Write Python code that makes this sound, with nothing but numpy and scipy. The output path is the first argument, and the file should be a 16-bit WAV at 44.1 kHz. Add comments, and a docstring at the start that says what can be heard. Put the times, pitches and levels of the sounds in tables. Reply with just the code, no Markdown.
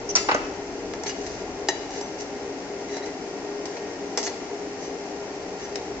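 """A fan's hum is heard first; over it a steel ladle slides off a small china bowl, which clinks and rocks.
The ladle then knocks, scrapes and squeaks in a loaded steel bowl, beside a fizzing pot in a tiled kitchen.
Blows excite decaying modes, slips drive resonances, and locked slips sing as gliding notes.
Fan and rumble are shaped noise, narrow resonances and sines; the fizz is a dense train of coloured clicks."""
import sys
import numpy as np
from scipy import signal
from scipy.fft import rfft, irfft
from scipy.io import wavfile
from scipy.ndimage import uniform_filter1d

SR = 44100
rng = np.random.default_rng(int(sys.argv[2]) if len(sys.argv) > 2 else 0)


def transcribe(signal):
    """Save signal, clipped to [-1, 1], as a 16-bit WAV file at the path in sys.argv[1]."""
    frames = np.atleast_2d(signal).T
    limited = np.clip(frames, -1, 1)
    pcm = np.round(limited * 32767).astype(np.int16)
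    wavfile.write(sys.argv[1], SR, pcm)


N = 264600
T = np.arange(N) / SR
RING_T = T[:SR * 3 // 4]   # time axis of one blow or echo [s]
LOW_SPLIT_HZ, HIGH_SPLIT_HZ = 1143, 4090
CUTOFF_HZ = 7820

# ladle clinking on the china bowl: (time [s], level [dB], thud [dB], brightness [dB], crack [dB],
# damping [Hz], none if negative); thud and brightness are relative to the middle band
CHINA_CLINKS = [(0.1528, -29, -1.5, 8.5, -11.5, 49), (0.1588, -32.5, -3.5, 13, 2.5, 23),
                (0.1632, -30, -2.5, -1, -1, -7), (0.166, -32, -1.5, 5, 2.5, -4)]
# china bowl rocking on the counter, before the split into two contacts: the columns of the clinks,
# then (place [0 one side of the foot to 1 the other])
BOWL_KNOCKS = [(0.2868, -27, 3, -29, -1, 29, 0.17), (0.313, -26.5, -0.5, -24, 2, 27, 0.3),
               (0.3448, -32.5, 9, -2, -6.5, 36, 1)]
# ladle sliding off the china: (start [s], end [s], treble rasp [dB], middle against treble [dB])
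CHINA_STROKES = [(0.088, 0.118, -30, -14)]
# modes of the ladle and china ringing freely: (frequency [Hz], level [dB], t60 [s])
LADLE_MODES = [(310, -18.5, .2), (600, -7, .063), (770, -8, .08), (792, -11, .37), (1020, -11.5, .13),
               (1275, -8, .4), (1333, -1, .11), (1650, -12, .15), (2100, -9, .22), (2380, -12, .08),
               (2702, -7, .29), (3480, -12, .1), (4204, -18, .3), (4588, -4, .5), (4613, -1, .62),
               (4721, -5, .4), (4920, 0, .28), (5125, 1, .15), (5329, 3, .25), (5507, -4, .35),
               (6896, 3, .26), (6962, -3, .5), (7030, -3, .55), (7208, -4, .36), (5450, 10, .03),
               (5890, 16.5, .035), (6450, 3, .04)]
# modes of the china bowl on the counter, before contact damping:
# (frequency [Hz], level on one side of the foot [dB], level on the other [dB], t60 [s])
CHINA_MODES = [(280, -9, -9, .08), (450, -11, -6, .04), (630, -3, 5, .026), (800, 2, -3, .03),
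               (950, 0, -4, .026), (1215, -15, -15, .1), (1276, -14, -13, .3), (1345, -9, -10, .09),
               (1380, -15, -15, .31), (1412, -7, -9, .06), (1465, -14, -13, .11), (1525, -10, -9, .1),
               (1728, -19, -16, .18), (1943, -20, -17, .2), (2013, -12, -15, .11), (2083, -16, -17, .25),
               (2299, -18, -18, .2), (2605, -9, -16, .07), (2708, -20, -20, .28), (2970, -14, -17, .06),
               (4610, -21, -21, .08), (6200, -22, -2, .05)]
# phase of the left port against the right, ladle in the air: (frequency [Hz], phase [rad])
LADLE_PORT_PHASE = [(300, 0), (900, -.5), (1800, -2), (3000, -2), (4600, 2.2), (5700, 2.3), (6890, 2.6),
                    (7010, 0)]
# the same for the china bowl: (frequency [Hz], phase [rad])
CHINA_PORT_PHASE = [(300, -0.5), (900, 1), (1300, -2.5), (3000, -2), (4500, -7), (6200, 25.5)]
RING_STOP_S, RING_STOP_DB_PER_S = 0.37, 297   # the hand stills the ladle


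def ladle_on_china():
    """Friction and impact: the ladle slides, clinks and rings until the hand damps it; the bowl rocks."""
    # reciprocity of decay and bandwidth: a mode's ring time sets its width
    resonances = [(hz, np.log(1000) / (np.pi * t60), db) for hz, db, t60 in LADLE_MODES]
    slide = scrapes(CHINA_STROKES, resonances, slips_per_s=7900, spread_db=5, smear_hz=600)
    ring = blows(CHINA_CLINKS, LADLE_MODES, LADLE_PORT_PHASE, crack_t60=0.15, lowest_hz=310, pan_db=2.0)
    grip = from_db(-RING_STOP_DB_PER_S * np.maximum(T - RING_STOP_S, 0))
    contacts = bounces(BOWL_KNOCKS, gap_s=.0038, first_thud_db=-9, second_thud_db=1.5,
                       second_db=0.5, second_treble_db=-10.5, free_share=.07)
    rocking = blows(contacts, CHINA_MODES, CHINA_PORT_PHASE, crack_t60=0.079, lowest_hz=197, pan_db=0.0)
    return slide + grip * ring + rocking


# ladle striking the steel bowl, before the split into two contacts: (time [s], level [dB], thud [dB],
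# brightness [dB], crack [dB], damping [Hz], place [0 bottom to 1 wall])
STEEL_TAPS = [(0.9358, -45, 9, -2, -8, 70, 0.48), (1.0352, -51, 11.5, 13.5, -7, 50, 0.49),
              (1.0598, -46.5, 7, 0, 3, 60, 0.76), (1.0655, -40, -6, 1.5, 7, 40, 0.41),
              (1.0908, -43.5, -16, 2, 7, 40, 0.79), (1.103, -49.5, -17, 1, 14, 40, .2),
              (1.264, -45.5, -1, 4.5, 3.5, 39.8, 0.36), (1.686, -28.5, 1, 2.5, -12, 35.8, 0.044),
              (1.905, -50.5, 10, 3.5, -6.5, 40, 0.27), (2.0103, -50, 14, 10, -7, 25, 0.49),
              (2.967, -49.5, 10, 7.5, 7, 40.4, 0.52), (3.059, -49, 6.5, 3, 3, 40, 0.6),
              (3.6546, -48, 7, 12, 14, 35, 0.67), (3.768, -46, -1, -1, 2, 39.7, 1),
              (4.174, -36.5, 6, 11.5, -3, 42, 0.86), (4.1842, -38, 3.5, 4, -10.5, 26.1, 0.81),
              (4.2283, -44.5, -4, 11, 3, 30, 0.9), (4.2365, -49.5, -4, 15, -1, 40, 0.92),
              (4.2652, -41, -10, 4, -3, 25, 0.58), (4.2735, -40.5, 1, 4, -5, 29.7, 0.79),
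              (5.7564, -41, -2, 7.5, 9, 85, 0.93)]
# ladle sliding on the steel bowl: (start [s], end [s], treble rasp [dB], middle against treble [dB])
STEEL_STROKES = [(1.063, 1.111, -35, -6.5), (1.118, 1.44, -45.5, -6), (1.9025, 2.024, -43, -2),
                 (2.182, 2.236, -39, -8), (2.885, 3.002, -45.5, -1), (3.025, 3.09, -49, -6),
                 (3.659, 3.8, -50, -5), (4.19, 4.224, -34, -12), (4.2265, 4.286, -33.5, -19.5),
                 (4.799, 4.888, -43.5, -8), (5.58, 5.67, -47, -2)]
# resonances of the steel bowl damped by its load, before contact damping:
# (frequency [Hz], width [Hz], level struck on the bottom [dB], level struck on the wall [dB])
STEEL_RESONANCES = [(397, 56, 4.5, 16.5), (668, 31, 1.5, 7), (825, 18, -1.5, 3), (912, 26, -3, 4.5),
                    (1341, 20, -20.5, -9), (1718, 26, -1, -9), (1867, 22, -2, -7), (2010, 32, -10, -3),
                    (2170, 40, -16, -4), (2890, 38, -5.5, -15), (3480, 45, -22, -7), (3940, 48, -5, -29.5),
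                    (4310, 88, -14, -18), (4600, 49, -12.5, -8), (4920, 32, -12, -16.5),
                    (5017, 30, -5, -13), (5270, 30, -11, -6), (5400, 34, -18, -3), (5530, 28, -9, -9),
                    (5735, 32, -15, -4), (6020, 22, -4.5, 0.5), (6230, 14, -8.5, -4), (6420, 22, -11, -2),
                    (6710, 20, -7, -18), (7100, 22, -8.5, -4.5), (7440, 25, -10.5, -3.5)]
# phase of the left port against the right, steel bowl: (frequency [Hz], phase [rad])
STEEL_PORT_PHASE = [(300, 0.58), (2000, 0.4), (7000, -1.4)]
SCRAPE_PLACE = 0.34   # all strokes rub at one place, about a third of the way from bottom to wall


def ladle_on_steel():
    """Modal impact and friction: the ladle knocks on the loaded steel bowl, slides and squeaks."""
    # a resonance's width sets how long it rings
    modes = [(hz, *levels, np.log(1000) / (np.pi * width)) for hz, width, *levels in STEEL_RESONANCES]
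    rubbed = [(hz, width, struck_at(levels, SCRAPE_PLACE)) for hz, width, *levels in STEEL_RESONANCES]
    contacts = bounces(STEEL_TAPS, gap_s=0.0043, first_thud_db=-0.5, second_thud_db=3.0,
                       second_db=-3.0, second_treble_db=-6.0, free_share=0.2)
    taps = blows(contacts, modes, STEEL_PORT_PHASE, crack_t60=0.14, lowest_hz=256, pan_db=0.3)
    slides = scrapes(STEEL_STROKES, rubbed, slips_per_s=3500, spread_db=2.5, smear_hz=60)
    return slides + squeaks() + taps


def bounces(events, gap_s, first_thud_db, second_thud_db, second_db, second_treble_db, free_share):
    """Rebound: a bright, pressed contact, then a duller, freer one that comes later after a harder blow."""
    hardest_db = max(event[1] for event in events)
    contacts = []   # same columns as the blows
    for s, db, thud_db, brightness_db, crack_db, damping_hz, place in events:
        flight_s = gap_s * from_db((db - hardest_db) / 2)
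        contacts.append((s, db, thud_db + first_thud_db, brightness_db, crack_db, damping_hz, place))
        contacts.append((s + flight_s, db + second_db, thud_db + second_thud_db,
                         brightness_db + second_treble_db, crack_db, damping_hz * free_share, place))
    return contacts


def struck_at(levels, place=0):
    """Modal participation: the place of contact sets how strongly each mode answers, in dB."""
    return levels[0] + np.clip(place, 0, 1) * (levels[-1] - levels[0])


# dense, quickly dying part of any blow: (frequency [Hz], relative density [dB per Hz])
CRACK_SPECTRUM = [(150, -2.5), (350, 1.5), (900, -13), (2200, -1.5), (3500, -11), (5500, 5), (7000, -4.5),
                  (8500, -4.5)]
CONTACT_S = .0005


def blows(events, modes, port_phase, crack_t60, lowest_hz, pan_db):
    """Modal synthesis: each blow cracks and rings the modes; a contact that stays pressed damps them."""
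    out = np.zeros((2, N))
    hz, *mode_levels, t60 = np.transpose(modes)
    rings = np.exp(2j * np.pi * hz[:, None] * RING_T) * from_db(-60 * RING_T / t60[:, None])
    attack = slice(0, SR // 40)   # levels hold over these 25 ms
    contact = np.minimum(RING_T / CONTACT_S, 1)   # the force takes a moment to build
    for s, db, thud_db, brightness_db, crack_db, damping_hz, *place in events:
        # short waves reach the two ports out of step
        apart = at_hz(port_phase, hz) + np.minimum(hz / 3000, 1) * rng.normal(0, 0.25, len(hz))
        phase = rng.uniform(0, 2 * np.pi, len(hz)) + apart * [[.5], [-.5]]
        strength = from_db(struck_at(mode_levels, *place) + rng.normal(0, 1, (2, len(hz))))
        damping = np.exp(-np.pi * max(damping_hz, 0) * RING_T)
        ring = damping * ((strength * np.exp(1j * phase)) @ rings).imag
        crack = damping * noise(CRACK_SPECTRUM, size=len(RING_T)) * from_db(-60 * RING_T / crack_t60)
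        blow = ring / rms(ring[:, attack]) + from_db(crack_db) * crack / rms(crack[:, attack])
        bands = three_bands(contact * blow)
        # the hardness and place of the contact set the weight of each band
        levels = from_db([db + thud_db, db, db + brightness_db])
        add(out, s, sum(level * band / rms(band[:, attack]) for level, band in zip(levels, bands)))
    # small bodies radiate little bass
    out = signal.sosfilt(signal.butter(2, lowest_hz, "high", fs=SR, output="sos"), out)
    return out * from_db([[pan_db / 2], [-pan_db / 2]])


RASP_TOP_HZ = 7000   # the rounded edge softens each slip


def scrapes(strokes, modes, slips_per_s, spread_db, smear_hz):
    """Friction excitation: tiny random slips of the ladle's edge drive the broadened resonances."""
    out, size = np.zeros((2, N)), SR // 2
    bins, t = freqs(size), T[:size]
    body = 0
    for k, (hz, width, db) in enumerate(modes):
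        # neighbours take opposite signs
        body = body + from_db(db) * resonance(bins, hz, width + smear_hz) * (-1) ** k
    body = body / np.sqrt(1 + (bins / RASP_TOP_HZ) ** 10)
    for start, end, rasp_db, middle_db in strokes:
        slips = grains(slips_per_s, spread_db, size=size)
        _, middle, treble = three_bands(at_ports(slips, body))
        rasp = treble / rms(treble) + from_db(middle_db) * middle / rms(middle)
        add(out, start, from_db(rasp_db) * pressure(t, end - start) * rasp)
    return out


# sliding edge catching and singing: (start [s], end [s], level before the stroke's swell [dB],
# start pitch [Hz], end pitch [Hz], step between partials [dB], roughness [0-1, held at 1 above])
SQUEAK_NOTES = [(1.061, 1.104, -35, 6200, 6150, 0, 0.45), (1.062, 1.076, -38, 4380, 4350, 0, 0.8),
                (1.085, 1.098, -42, 1990, 1990, -15, .6), (1.088, 1.119, -41, 2850, 2890, -6, 0.34),
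                (1.094, 1.126, -42, 4920, 4880, 0, 0.4), (1.965, 1.988, -46, 5990, 6220, 0, 0.1),
                (2.012, 2.077, -44.5, 6060, 5970, 0, 0.36), (2.887, 2.922, -46, 2020, 1954, -5, 0.9),
                (2.927, 2.962, -44.5, 2020, 1900, 0, 0.83), (2.962, 2.992, -43, 2000, 1995, -2, 1.1),
                (3.02, 3.05, -39, 1936, 2056, -4.5, 0.8), (3.065, 3.105, -44, 1960, 1990, -12, 0.8),
                (4.237, 4.264, -34, 5800, 5900, 0, 0.8), (4.233, 4.278, -35.5, 6700, 6700, 0, .9),
                (4.278, 4.289, -37, 4330, 4250, 0, 0.1), (4.288, 4.308, -42, 6100, 6060, 0, .3),
                (4.81, 4.883, -47, 5980, 5970, 2, 0.08), (5.631, 5.659, -41.5, 5990, 6010, 0, 0)]
STUTTERS_PER_S, STUTTER_BEND = 260, 0.017   # a squeak catches and lets go; its pitch bends by this share


def squeaks():
    """Stick-slip: where slips lock, the edge sings a gliding note; a rough one flutters."""
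    out, t = np.zeros((2, N)), T[:SR // 8]
    for start, end, db, start_hz, end_hz, step_db, roughness in SQUEAK_NOTES:
        rough = np.clip(roughness, 0, 1)
        rows = rng.standard_normal(size=(7, 100))
        bend, *flutter = [np.interp(t * STUTTERS_PER_S, np.arange(len(row)), row) for row in rows]
        glide_hz = np.interp(t, [0, max(end - start, .005)], [start_hz, end_hz])
        hz = glide_hz * (1 + rough ** 2 * STUTTER_BEND * bend)
        phase, note = 2 * np.pi * np.cumsum(hz) / SR, 0
        for k in range(min(int(CUTOFF_HZ / start_hz), len(flutter) // 2)):
            # steady part plus random flutter
            grip = np.sqrt(1 - rough ** 2) + rough * (flutter[2 * k] + 1j * flutter[2 * k + 1])
            apart = at_hz(STEEL_PORT_PHASE, (k + 1) * start_hz) * np.array([[.5], [-.5]])
            partial = (grip * np.exp(1j * ((k + 1) * phase + apart))).imag
            note = note + from_db(k * step_db) * partial
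        add(out, start, from_db(db) * pressure(t, end - start) * note / rms(note))
    return out


def pressure(t, length_s):
    """Normal force: the hand bears down and lets up over a stroke."""
    progress = np.clip(t / max(length_s, .005), 0, 1)
    return np.sqrt(np.abs(np.sin(np.pi * progress)))


KITCHEN_T60_S = .75


def kitchen(x, early_db, early_t60, late_db):
    """Reverberation by convolution: quick reflections from hob and tiles, then the room's tail."""
    # (frequency [Hz], relative density [dB per Hz])
    colour = [(100, -6.0), (400, 1.5), (1500, -1.0), (3500, 4), (5700, -4.5), (8000, -0.5), (12000, -54.5)]
    arrival = np.clip((RING_T - .003) / 0.016, 0, 1)
    echo = 0
    for level_db, t60 in [(early_db, early_t60), (late_db, KITCHEN_T60_S)]:
        part = noise(colour, size=len(RING_T)) * arrival * from_db(-60 * RING_T / t60)
        echo = echo + from_db(level_db) * part / np.sqrt(np.sum(part ** 2) / 2)
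    return signal.fftconvolve(x, echo, axes=1)[:, :N]


# fizz of the simmering water: (frequency [Hz], relative level [dB])
FIZZ_SPECTRUM = [(700, 0.5), (1800, -1.5), (3000, -19.5), (4200, 0), (5500, 5), (6100, 4.5), (6800, 0),
                 (7500, -1), (8500, -39.5)]
FIZZ_DB = -45.5


def simmer(bursts_per_s, spread_db):
    """Shot noise: countless small bubbles burst at the surface."""
    bursts = grains(bursts_per_s, spread_db, size=N)
    return from_db(FIZZ_DB) * at_ports(bursts, from_db(at_hz(FIZZ_SPECTRUM, freqs(N))))


# resonances of the fan and its duct: (frequency [Hz], width [Hz], rms level [dB])
DUCT_RESONANCES = [(71.4, 12, -66), (130, 10, -74.5), (179.8, 6.2, -56.5), (196.9, 7, -56.5),
                   (270.8, 7.8, -52), (374.5, 10, -48), (406.5, 9.3, -38), (462, 9, -46), (778, 8.3, -54.5),
                   (2200, 120, -72.5), (2810, 68, -67)]


def hum(level_db, steadiness):
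    """Resonance under turbulent drive: narrow tones waver in level and pitch with the air flow."""
    power, bins = 0, freqs(N)
    for hz, width, db in DUCT_RESONANCES:
        # the squared peak is narrower, so its width is raised
        power = power + from_db(db) ** 2 / width * np.abs(resonance(bins, hz, 1.65 * width)) ** 4
    tones = at_ports(rng.standard_normal((2, N)), np.sqrt(power))
    swell = np.sqrt(uniform_filter1d(np.mean(tones ** 2, axis=0), size=SR // 6) + 1e-9)
    total = np.sqrt(sum(from_db(db) ** 2 for _, _, db in DUCT_RESONANCES))
    return from_db(level_db) * total * tones / swell ** steadiness   # partly evens out the swell


# whine of the fan's motor: (multiple of the blade rate [1], rms level before waver, trim and balance [dB])
WHINE_PARTIALS = [(6, -58), (7, -63.5), (8, -59), (9, -58.5)]
BLADE_HZ = 233.33


def whine(level_db, waver_db):
    """Harmonic series: thin partials of the blade rate hold their pitch and waver in level."""
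    out, knots = 0, np.linspace(0, T[-1], num=24)
    for multiple, db in WHINE_PARTIALS:
        waver = from_db(waver_db * np.interp(T, knots, rng.standard_normal(size=24)))
        cycles = round(multiple) * BLADE_HZ * T + rng.random()
        out = out + from_db(db) * waver * np.sqrt(2) * np.sin(2 * np.pi * cycles)
    return out * from_db(level_db + np.array([[3], [-4]]))   # stronger on the left


# rush of the hob's fan: (frequency [Hz], relative density [dB per Hz])
FAN_SPECTRUM = [(20, -36), (70, -14.5), (150, -12), (230, -6), (280, 5), (420, -2.5), (520, -3),
                (760, -1.5), (1000, -10.5), (1250, -15.5), (2100, -14), (2700, -17), (3800, -23),
                (8000, -42)]
FAN_DB = -35.5


def fan_rush():
    """Turbulence: the fan's air flow is steady broadband noise."""
    return from_db(FAN_DB) * noise(FAN_SPECTRUM, size=N)


# low rumble under the fan: (frequency [Hz], relative density [dB per Hz])
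RUMBLE_SPECTRUM = [(15, -16), (35, 1), (70, -1.5), (130, -2), (250, -28.5), (600, -78)]
# course of the rumble: (time [s], level before the trim [dB])
RUMBLE_COURSE = [(0.0, -45), (1.15, -50.5), (1.37, -45.5), (1.94, -54), (5.03, -64.5), (6.0, -46.5)]
RUMBLE_TRIM_DB = -2


def low_rumble():
    """Amplitude modulation: low noise slowly falls and rises in level."""
    level_db = RUMBLE_TRIM_DB + np.interp(T, *np.transpose(RUMBLE_COURSE))
    return from_db(level_db) * noise(RUMBLE_SPECTRUM, size=N)


# likeness of the sound at the two microphone ports: (frequency [Hz], correlation [-1 to 1])
PORT_LIKENESS = [(30, .6), (100, .94), (250, .97), (420, .98), (750, .83), (1100, .6), (1500, -.1),
                 (2400, .1), (3400, -.4), (4500, .1), (5600, -.3), (8000, -.1)]
# balance of the ports: (frequency [Hz], left minus right [dB])
PORT_BALANCE = [(30, -8.5), (100, 3.5), (400, 2.5), (900, 4), (1200, 2), (2000, 5.5), (3200, -0.5),
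                (5300, 2.5), (6900, -2), (8000, -0.5)]


def at_ports(white, gain):
    """Diffuse-field coherence: colour two unrelated signals and blend them for the two ports; rms 1."""
    size = white.shape[1]
    hz = freqs(size)
    mid, side = rfft(white)
    alike = np.clip(at_hz(PORT_LIKENESS, hz), -1, 1)
    sides = np.array([[1], [-1]])
    both = np.sqrt(1 + alike) * mid + sides * np.sqrt(1 - alike) * side
    both = both * from_db(sides * at_hz(PORT_BALANCE, hz) / 2)
    out = irfft(both * gain, size)
    return out / rms(out)


def noise(spectrum, size):
    """Spectral shaping: stereo noise with a given spectrum; rms 1."""
    return at_ports(rng.standard_normal((2, size)), from_db(at_hz(spectrum, freqs(size))))


def grains(per_s, spread_db, size):
    """Random point process: clicks of uneven strength."""
    born = rng.random((2, size)) < per_s / SR
    uneven_db = spread_db * np.minimum(rng.exponential(1, (2, size)), 4)
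    return born * rng.standard_normal((2, size)) * from_db(uneven_db)


def resonance(bins, hz, width):
    """Damped oscillator: gain of a resonance over frequency, 1 on top."""
    return 1 / (1 + 2j * (bins - hz) / width)


def three_bands(x):
    """Band splitting: low, middle and treble."""
    cuts = [(LOW_SPLIT_HZ, "low"), ([LOW_SPLIT_HZ, HIGH_SPLIT_HZ], "band"), (HIGH_SPLIT_HZ, "high")]
    return [signal.sosfilt(signal.butter(4, hz, kind, fs=SR, output="sos"), x) for hz, kind in cuts]


def from_db(db):
    """Logarithmic level: decibels to amplitude gain."""
    return 10 ** (np.asarray(db) / 20)


def rms(x):
    """Effective value: root mean square."""
    return np.sqrt(np.mean(x ** 2) + 1e-20)


def at_hz(points, hz):
    """Logarithmic pitch: read a table by frequency on a log axis."""
    f, value = np.transpose(points)
    return np.interp(np.log(hz + 1e-3), np.log(f), value)


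def freqs(size):
    """Discrete spectrum: frequencies of the bins of a real transform."""
    return np.arange(size // 2 + 1) * SR / size


def add(out, s, sound):
    """Superposition: mix a stereo sound in from time s."""
    start = max(round(s * SR), 0)
    out[:, start:start + sound.shape[1]] += sound[:, :N - start]


def scene():
    """Superposition of direct and reverberant ladle work with fan, pot and rumble."""
    ladle = ladle_on_china() + ladle_on_steel()
    room = kitchen(ladle, early_db=-15.0, early_t60=0.041, late_db=-13.0)
    pot = simmer(bursts_per_s=9000, spread_db=1.5)
    fan = fan_rush() + hum(level_db=0.0, steadiness=0.3) + whine(level_db=-2.5, waver_db=3.0)
    return ladle + room + pot + fan + low_rumble()


PEAK_LIMIT = .8


def record(dry):
    """Soft saturation and band limiting: high peaks are rounded, and little passes above the cut-off."""
    rounded = dry / (1 + (dry / PEAK_LIMIT) ** 4) ** .25
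    return signal.sosfilt(signal.ellip(10, .3, 70, CUTOFF_HZ, fs=SR, output="sos"), rounded)


dry = scene()
out = record(dry)
transcribe(out)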